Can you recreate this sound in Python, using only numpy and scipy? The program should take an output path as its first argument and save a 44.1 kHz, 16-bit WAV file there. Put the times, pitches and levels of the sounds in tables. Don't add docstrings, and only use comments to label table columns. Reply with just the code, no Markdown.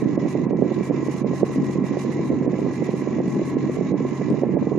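import sys
import numpy as np
from scipy import signal
from scipy.fft import rfft, irfft, next_fast_len
from scipy.io import wavfile
from scipy.ndimage import uniform_filter1d, map_coordinates

SR = 44100
rng = np.random.default_rng(int(sys.argv[2]) if len(sys.argv) > 2 else 0)


def bounce(signal):
    frames = np.transpose(np.atleast_2d(signal))
    limited = np.clip(frames, -1, 1)
    pcm = np.round(limited * 32767).astype(np.int16)
    wavfile.write(sys.argv[1], SR, pcm)


N = 210979

# (s, turns per second Hz)
SHAFT = [(0.0, 44.96), (0.23, 45.7), (0.53, 45.7), (1.4, 45.51), (1.84, 45.82), (3.78, 45.87), (4.26, 46.01), (4.78, 46.2)]
# (multiple of the shaft rate, left dB, right dB)
WHEEL = [(2, -51, -50.6), (3, -33.2, -33.7), (4, -43.1, -41.7), (8, -42.6, -37.0), (13, -56.6, -53.9),
         (14, -57.3, -52.7), (17, -57.9, -58.5), (18, -57.1, -57.9), (19, -57.1, -57.0), (21, -57.9, -53.0),
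         (22, -52.6, -54.1), (23, -52.8, -54.2), (24, -55.5, -55.8), (26, -62.5, -60.7), (29, -73.2, -60.6),
         (42, -60.9, -55.5), (43, -59.9, -60.5), (45, -63.8, -60.1), (46, -71.9, -61.6), (51, -65.0, -65.0),
         (60, -69.5, -72.0), (136, -76.5, -66.5), (143, -80, -70), (148, -73, -68)]
# (Hz, dB per Hz)
RUSH = [(60, -28), (250, 14.5), (820, 0.5), (1120, -2), (1230, -6.5), (1480, -7), (2200, -5), (2600, -7), (3200, -16.5), (4400, -26), (5200, -20), (7100, -16), (7900, -48), (11000, -57), (15000, -75)]
# (Hz, width Hz, left dB, right dB)
DUCTS = [(1022.4, 74, -49.5, -50.5), (1093, 63, -51.5, -52.5), (1700, 54, -60.5, -59), (1956, 80, -54.5, -56.5), (2071, 100, -67.5, -53), (2308, 77, -56, -58), (3510, 90, -70, -70), (3966, 440, -78, -57.5), (4330, 450, -68.5, -77), (5330, 800, -72.5, -60), (6350, 890, -89.5, -61)]
# (s, dB)
HISS = [(0, -2.5), (.33, -0.5), (.53, -5.5), (.8, -0.5), (1.4, -1), (2.05, 0.5), (2.45, -3.5), (2.8, 0), (3.5, -1.5), (4.15, -1), (4.5, -4.5), (4.78, -6)]
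# (s, left dB, right dB)
JET = [(0, -24.5, -19), (0.55, -26, -19), (0.85, -26.5, -20), (1.35, -27, -19.5), (1.65, -20, -23),
       (1.9, -27, -21.5), (2.3, -21, -19), (3.0, -27.5, -19), (3.35, -19, -24.5), (3.65, -23.5, -21.5),
       (3.9, -26, -21.5), (4.15, -26, -20), (4.35, -29.5, -18), (4.78, -25.5, -20.5)]
# (Hz, dB per Hz)
BUFFET = [(30, -45), (70, -28.5), (90, -13.5), (125, -3.5), (180, 3.5), (260, 5.5), (360, 1), (500, -13.5), (700, -37), (1000, -33), (1600, -66), (6000, -110)]
# (Hz, dB per Hz)
TEAR = [(200, -21.5), (450, 3.5), (620, -5), (850, -9), (1150, -26), (3000, -86.5)]
# (s, peak dB, pitch Hz, left minus right dB)
EDDIES = [(0.024, -8.0, 300, -12), (0.059, -12.0, 280, -13), (0.093, -13.0, 280, -9),
          (0.177, -8.5, 335, -10), (0.228, -12.0, 300, -6), (0.255, -7.0, 325, -11),
          (0.353, -8.5, 370, -10), (0.432, -11.5, 270, -9), (0.467, -9.5, 285, -11), (0.509, -8.5, 335, -11), (0.532, -10.0, 350, -7),
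          (0.546, -11.5, 325, -5), (0.59, -10.5, 345, -14), (0.623, -4.0, 375, -11), (0.656, -11.0, 330, -9),
          (0.718, -9.5, 335, -12), (0.781, -12.5, 315, -8), (0.809, -13.0, 375, -12), (0.899, -10.0, 330, -11), (0.909, -8.5, 365, -10),
          (0.946, -13.0, 280, -7), (1.03, -13.0, 300, -13), (1.065, -15.0, 340, 8), (1.085, -11.5, 345, -7),
          (1.217, -13.0, 250, -10), (1.246, -9.5, 360, -12), (1.261, -13.5, 300, -12), (1.313, -12.0, 305, -13), (1.335, -13.5, 420, -13),
          (1.432, -4.0, 400, -11), (1.56, -13.0, 300, -1), (1.583, -10.0, 250, 0), (1.6, -12.5, 260, -11), (1.631, -13.0, 280, 14),
          (1.697, -12.0, 315, -6), (1.758, -11.5, 320, -10), (1.785, -9.5, 270, -9),
          (1.822, -13.0, 260, -6), (1.841, -12.0, 290, -12), (1.911, -13.0, 280, -9),
          (1.971, -10.5, 430, -11), (2.05, -12.5, 340, -11), (2.094, -9.5, 280, -8),
          (2.193, -14.0, 385, -6), (2.205, -14.0, 310, 6),
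          (2.303, -9.0, 280, -8), (2.321, -13.0, 350, -12), (2.335, -12.5, 350, -12),
          (2.411, -10.5, 285, -10), (2.465, -12.0, 350, -9), (2.477, -8.5, 335, -9), 
          (2.491, -12.5, 270, -8), (2.533, -12.5, 370, -8), (2.541, -12.0, 325, -9),
          (2.59, -13.0, 390, -10), (2.618, -13.0, 310, -10), (2.665, -9.0, 340, -12), (2.823, -9.5, 340, -10), (2.891, -9.5, 345, -10),
          (2.94, -12.0, 315, -5), (3.023, -13.5, 330, -10), (3.075, -12.5, 380, -8), (3.186, -12.5, 375, -9), (3.203, -10.0, 410, -10),
          (3.278, -10.0, 275, -7), (3.367, -11.5, 290, -3), (3.395, -12.0, 350, -5), (3.417, -11.0, 340, -9), (3.569, -10.5, 320, -10),
          (3.642, -12.0, 310, -6), (3.697, -11.5, 350, 5), (3.772, -13.5, 370, -11), (3.789, -11.0, 295, -12), (3.811, -10.0, 365, -12), (3.911, -12.0, 260, -10),
          (3.921, -11.5, 335, -10), (3.942, -9.0, 350, -9), (4.007, -10.5, 290, -3), (4.051, -13.0, 360, -9), (4.216, -12.5, 420, -11),
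          (4.303, -11.5, 325, 11), (4.313, -11.5, 270, 8), (4.323, -11.0, 325, -5), 
          (4.343, -10.0, 370, -11), (4.424, -12.0, 370, -11), (4.435, -6.0, 375, -5),
          (4.469, -13.5, 310, -4), (4.493, -13.0, 345, -9), (4.539, -10.5, 310, -14), (4.57, -6.5, 430, -14),
          (4.626, -11.5, 365, 8), (4.671, -9.5, 335, -7), (4.719, -8.0, 355, -10), (4.753, -13.0, 310, -10), (4.777, -11.0, 330, -11)]
# (Hz, dB per Hz)
DRONE = [(15, -9), (32, 3.5), (47, 16.5), (60, 11), (70, -0.5), (110, -35), (1000, -80)]
FLUTTER_DB, FLUTTER_HZ = 1, 11
TOP_HZ = 14000
TIME = np.arange(N) / SR
DUCK_KNEE_DB, DUCK_DEPTH_DB, DUCK_WINDOW_S = -14.5, 18, 0.016
HUM_WAVER, WHINE_WAVER = .13, .5
# (left dB, right dB)
HISS_SIDES_DB = (-1.5, 1.5)
DUCK_SIDES = (1.2, 1)
GUST_DB, GUST_FROM_DB = -3, -10
# (s, length s, level dB)
WISPS = [(.015, .04, -4), (.31, .05, 0), (.745, .03, -9), (.86, .055, 0), (1.06, .04, -3),
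         (1.125, .035, 1), (1.185, .045, -1), (1.38, .07, 0), (1.467, .035, -1), (1.54, .05, 0), (1.655, .035, -3),
         (1.725, .045, -2), (1.87, .04, -2), (2.015, .06, 1), (2.13, .03, -2), (2.27, .055, -4),
         (2.6, .035, -7), (2.75, .05, -4), (2.853, .03, -3), (2.917, .03, -7), (2.99, .06, -3), (3.325, .07, -5),
         (3.48, .06, -1), (3.74, .05, -2), (4.09, .035, -9), (4.165, .05, -9), (4.405, .03, -13)]
# (Hz, dB per Hz)
AIR = [(5000, -34), (7400, 4), (8200, 3.5), (11700, -1.5), (12300, -11.5), (14000, -19)]
# (s, length s, depth dB)
DIPS = [(.177, .025, 22), (.475, .035, 26), (.54, .045, 26), (.912, .025, 9), (1.245, .032, 24), (1.44, .018, 14),
        (1.815, .05, 6), (2.478, .028, 22), (3.215, .04, 7), (3.56, .035, 7), (3.945, .045, 14), (4.475, .06, 8), (4.57, .032, 28)]
WISP_DB, WISP_LIFT_DB = -58.5, 3
# (left dB, right dB)
LULL_SIDES_DB = (-2.5, -8)
# (left dB, right dB)
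WISP_SIDES_DB = (-6, 4)
DUCT_SWELL_DB, DUCT_DRIFT, DUCT_WANDER_HZ = 2, .01, 5
DRONE_SWELL_DB, DRONE_SWELL_HZ = 1.2, 6
# (Hz, dB per Hz)
TICK = [(800, -16), (3000, 5.5), (7000, 5), (10500, -3), (13000, -29)]
# (s, level dB)
TICKS = [(0.615, -47), (3.279, -45), (4.302, -44), (4.324, -50)]
FLICKER_DB, FLICKER_HZ, FLICKER_EDGES_HZ = 2, 20, (600, 950, 1300, 2000, 2900, 4000, 5500)
GUST_RISE_S, GUST_FALL_S = .004, .015


def undb(db):
    return 10 ** (np.asarray(db) / 20)


def unit(x):
    return x / np.sqrt(np.mean(x ** 2, axis=-1, keepdims=True))


def curves(table):
    s, *columns = np.transpose(table)
    return np.array([np.interp(TIME, s, c) for c in columns])


def walk(rate):
    f = np.fft.rfftfreq(2048, 1 / 200)
    slow = irfft(rfft(rng.standard_normal(2048)) * np.exp(-(f / rate) ** 2))
    return unit(np.interp(TIME, np.arange(2048) / 200, slow))


def colour(x, points):
    hz, db = np.transpose(points)
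    size = next_fast_len(N, True)
    f = np.maximum(np.fft.rfftfreq(size, 1 / SR), 1)
    return unit(irfft(rfft(x, size) * undb(np.interp(np.log(f), np.log(hz), db)), size)[..., :N])


def pair(shared):
    shared = np.clip(shared, 0, 1)
    return np.sqrt(shared) * rng.standard_normal(N) + np.sqrt(1 - shared) * rng.standard_normal((2, N))


def split(x, hz):
    low = signal.sosfiltfilt(signal.butter(2, hz, fs=SR, output="sos"), x)
    return low, x - low


def shelf(x, treble_db, mid_depth=0.099, top_depth=1.08):
    low, rest = split(x, hz=800)
    mid, rest = split(rest, hz=2630)
    high, top = split(rest, hz=6850)
    return low + mid * undb(mid_depth * treble_db) + high * undb(treble_db) + top * undb(top_depth * treble_db)


def cabin(x, t60, wet_db):
    t = TIME[:SR // 5]
    tail = rng.standard_normal((2, len(t))) * np.exp(-np.log(1000) * t / t60)
    tail /= np.sqrt(np.sum(tail ** 2, axis=1, keepdims=True))
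    return unit(x + undb(wet_db) * signal.fftconvolve(x, tail, axes=1)[:, :N])


def port(x, corner_hz=125):
    leak = signal.butter(3, corner_hz, "highpass", fs=SR, output="sos")
    return signal.sosfilt(leak, signal.sosfilt(leak, x))


def add(out, s, gains, hz, length=5.6):
    near = slice(max(int((s - .015) * SR), 0), int((s + .015) * SR))
    passage = 2 * np.pi * hz * (TIME[near] - s)
    turn = np.pi / 2 + .6 * rng.standard_normal()
    swirl = np.exp(1j * turn) / (1 - 1j * passage / length) ** (length + .5)
    out[:, near] += np.outer(gains, swirl.real)


def wheel(turns, waver_hz=9, hum_db=0, whine_db=0):
    out = 0
    for multiple, left_db, right_db in WHEEL:
        waver, db = (HUM_WAVER, hum_db) if multiple < 10 else (WHINE_WAVER, whine_db)
        size = unit(np.abs(1 + waver * walk(waver_hz)))
        phase = 2 * np.pi * (multiple * turns + rng.random()) + waver * walk(waver_hz)
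        out = out + undb([[left_db + db], [right_db + db]]) * np.sqrt(2) * size * np.sin(phase)
    return out


def vents(turns, body_db=(-39.5, -35), hiss_db=-35, throb=0.11, swish=0.68):
    wobble = np.cos(2 * np.pi * turns)
    beat = 1 + throb * wobble
    body, _ = split(cabin(colour(pair(shared=.72), RUSH), t60=.07, wet_db=-7), hz=2700)
    _, hiss = split(cabin(colour(pair(shared=.65), RUSH), t60=.11, wet_db=3), hz=2700)
    rings = 0
    for hz, width, left_db, right_db in DUCTS:
        band = signal.butter(2, [hz - width / 2, hz + width / 2], "bandpass", fs=SR, output="sos")
        ring = drift(signal.sosfilt(band, pair(shared=.9)))
        rings = rings + undb([[left_db], [right_db]]) * ring
    crest = swish * np.exp(8 * (wobble - 1))
    return (body * undb(body_db)[:, None] + rings) * beat + hiss * undb(hiss_db) * undb(HISS_SIDES_DB)[:, None] * (beat + crest)


def buffeting(jet_db=-2.0, whirl_db=-7, whirl_hz=320, whirl_left_db=-4, whirl_octaves=0.92, tear_db=-30, count=520):
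    churn = colour(pair(shared=0.63), BUFFET)
    whirls = np.zeros((2, N))
    for place, size, speed, side in rng.random((count, 4)):
        add(whirls, place * TIME[-1], (0.52 + size) * np.array([0.18 + side, 1]), whirl_hz * 2 ** (whirl_octaves * (speed - .5)))
    whirls = unit(port(whirls)) * undb([[whirl_db + whirl_left_db], [whirl_db]])
    gusts = np.zeros((2, N))
    for s, db, _, pan_db in EDDIES:
        near = np.abs(TIME - s) < np.pi * GUST_FALL_S
        spread = np.where(TIME[near] < s, GUST_RISE_S, GUST_FALL_S)
        sides = undb(np.minimum([pan_db, -pan_db], 0)) / (0.5 + np.exp(GUST_FROM_DB - db))
        gusts[:, near] += np.outer(sides, np.exp(-.5 * ((TIME[near] - s) / spread) ** 2))
    flutter = unit(walk(FLUTTER_HZ) + np.array([walk(FLUTTER_HZ), walk(FLUTTER_HZ)]))
    tear = colour(pair(shared=.95), TEAR) * gusts * undb(tear_db)
    return unit((churn + whirls) * undb(GUST_DB * gusts + FLUTTER_DB * flutter)) * undb(curves(JET) + jet_db) + tear


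def thumps(thump_db=1.0, lead_db=-14, wake_db=-5.5, wake_speed=0.76, spacing_s=0.00527):
    out = np.zeros((2, N))
    for (s, db, hz, pan_db), (early, late) in zip(EDDIES, rng.random((len(EDDIES), 2)) - .5):
        gains = unit(undb([pan_db / 2, -pan_db / 2])) * undb(db + thump_db)
        add(out, s - spacing_s * 2 ** early, gains * undb(lead_db), hz)
        add(out, s, gains, hz)
        add(out, s + spacing_s * 2 ** late, gains * undb(wake_db), hz * wake_speed)
    return port(out)


def overload(x, soft_hz=1100):
    give = .95 * np.tanh(x / .95) - x
    return x + port(split(give, hz=soft_hz)[0])


def bell(s, length):
    return 1 / (1 + np.square(np.square(np.square(2 * (TIME - s) / length))))


def drift(x):
    place = np.arange(N) + np.cumsum(DUCT_DRIFT * walk(DUCT_WANDER_HZ))
    moved = np.array([map_coordinates(side, [place], mode="mirror") for side in x])
    return unit(moved * undb(DUCT_SWELL_DB * walk(DUCT_WANDER_HZ)))


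def flicker(x):
    out, rest = split(x, hz=FLICKER_EDGES_HZ[0])
    for edge in FLICKER_EDGES_HZ[1:]:
        band, rest = split(rest, hz=edge)
        out = out + band * undb(FLICKER_DB * walk(FLICKER_HZ))
    return out + rest


def ticks(decay_s=.004):
    strike = sum(undb(db) * (TIME >= s) * np.exp(-np.abs(TIME - s) / decay_s) for s, db in TICKS)
    return colour(pair(shared=0.97), TICK) * strike * undb(WISP_SIDES_DB)[:, None]


def scene():
    turns = np.cumsum(curves(SHAFT)[0] * (1 + .0014 * walk(6))) / SR
    drone = colour(pair(shared=0.35), DRONE) * undb([[-66], [-63]]) * undb(DRONE_SWELL_DB * walk(DRONE_SWELL_HZ))
    wisps = sum(undb(db) * bell(s, length) for s, length, db in WISPS)
    lulls = np.minimum(sum(bell(s, length) for s, length, _ in WISPS), 1)
    dips_db = sum(db * bell(s, length) for s, length, db in DIPS)
    blower = shelf(wheel(turns) + flicker(vents(turns)), curves(HISS)[0] + WISP_LIFT_DB * wisps, mid_depth=.3)
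    air = colour(pair(shared=0.32), AIR) * wisps * undb(WISP_DB) * undb(WISP_SIDES_DB)[:, None]
    jet = buffeting() * undb(np.outer(LULL_SIDES_DB, lulls)) + thumps()
    return shelf(blower + air, -dips_db) + overload(jet) + ticks() + drone


def suppress(x):
    rumble, _ = split(x, hz=850)
    size = max(int(DUCK_WINDOW_S * SR), 1)
    power = uniform_filter1d(uniform_filter1d(rumble ** 2, size), size).max(axis=0)
    over = (power / undb(DUCK_KNEE_DB) ** 2) ** 2
    return shelf(x, -DUCK_DEPTH_DB * np.outer(DUCK_SIDES, over / (1 + over)))


def record(dry):
    return signal.sosfilt(signal.ellip(8, .2, 70, TOP_HZ, fs=SR, output="sos"), suppress(dry))


dry = scene()
out = record(dry)
bounce(out)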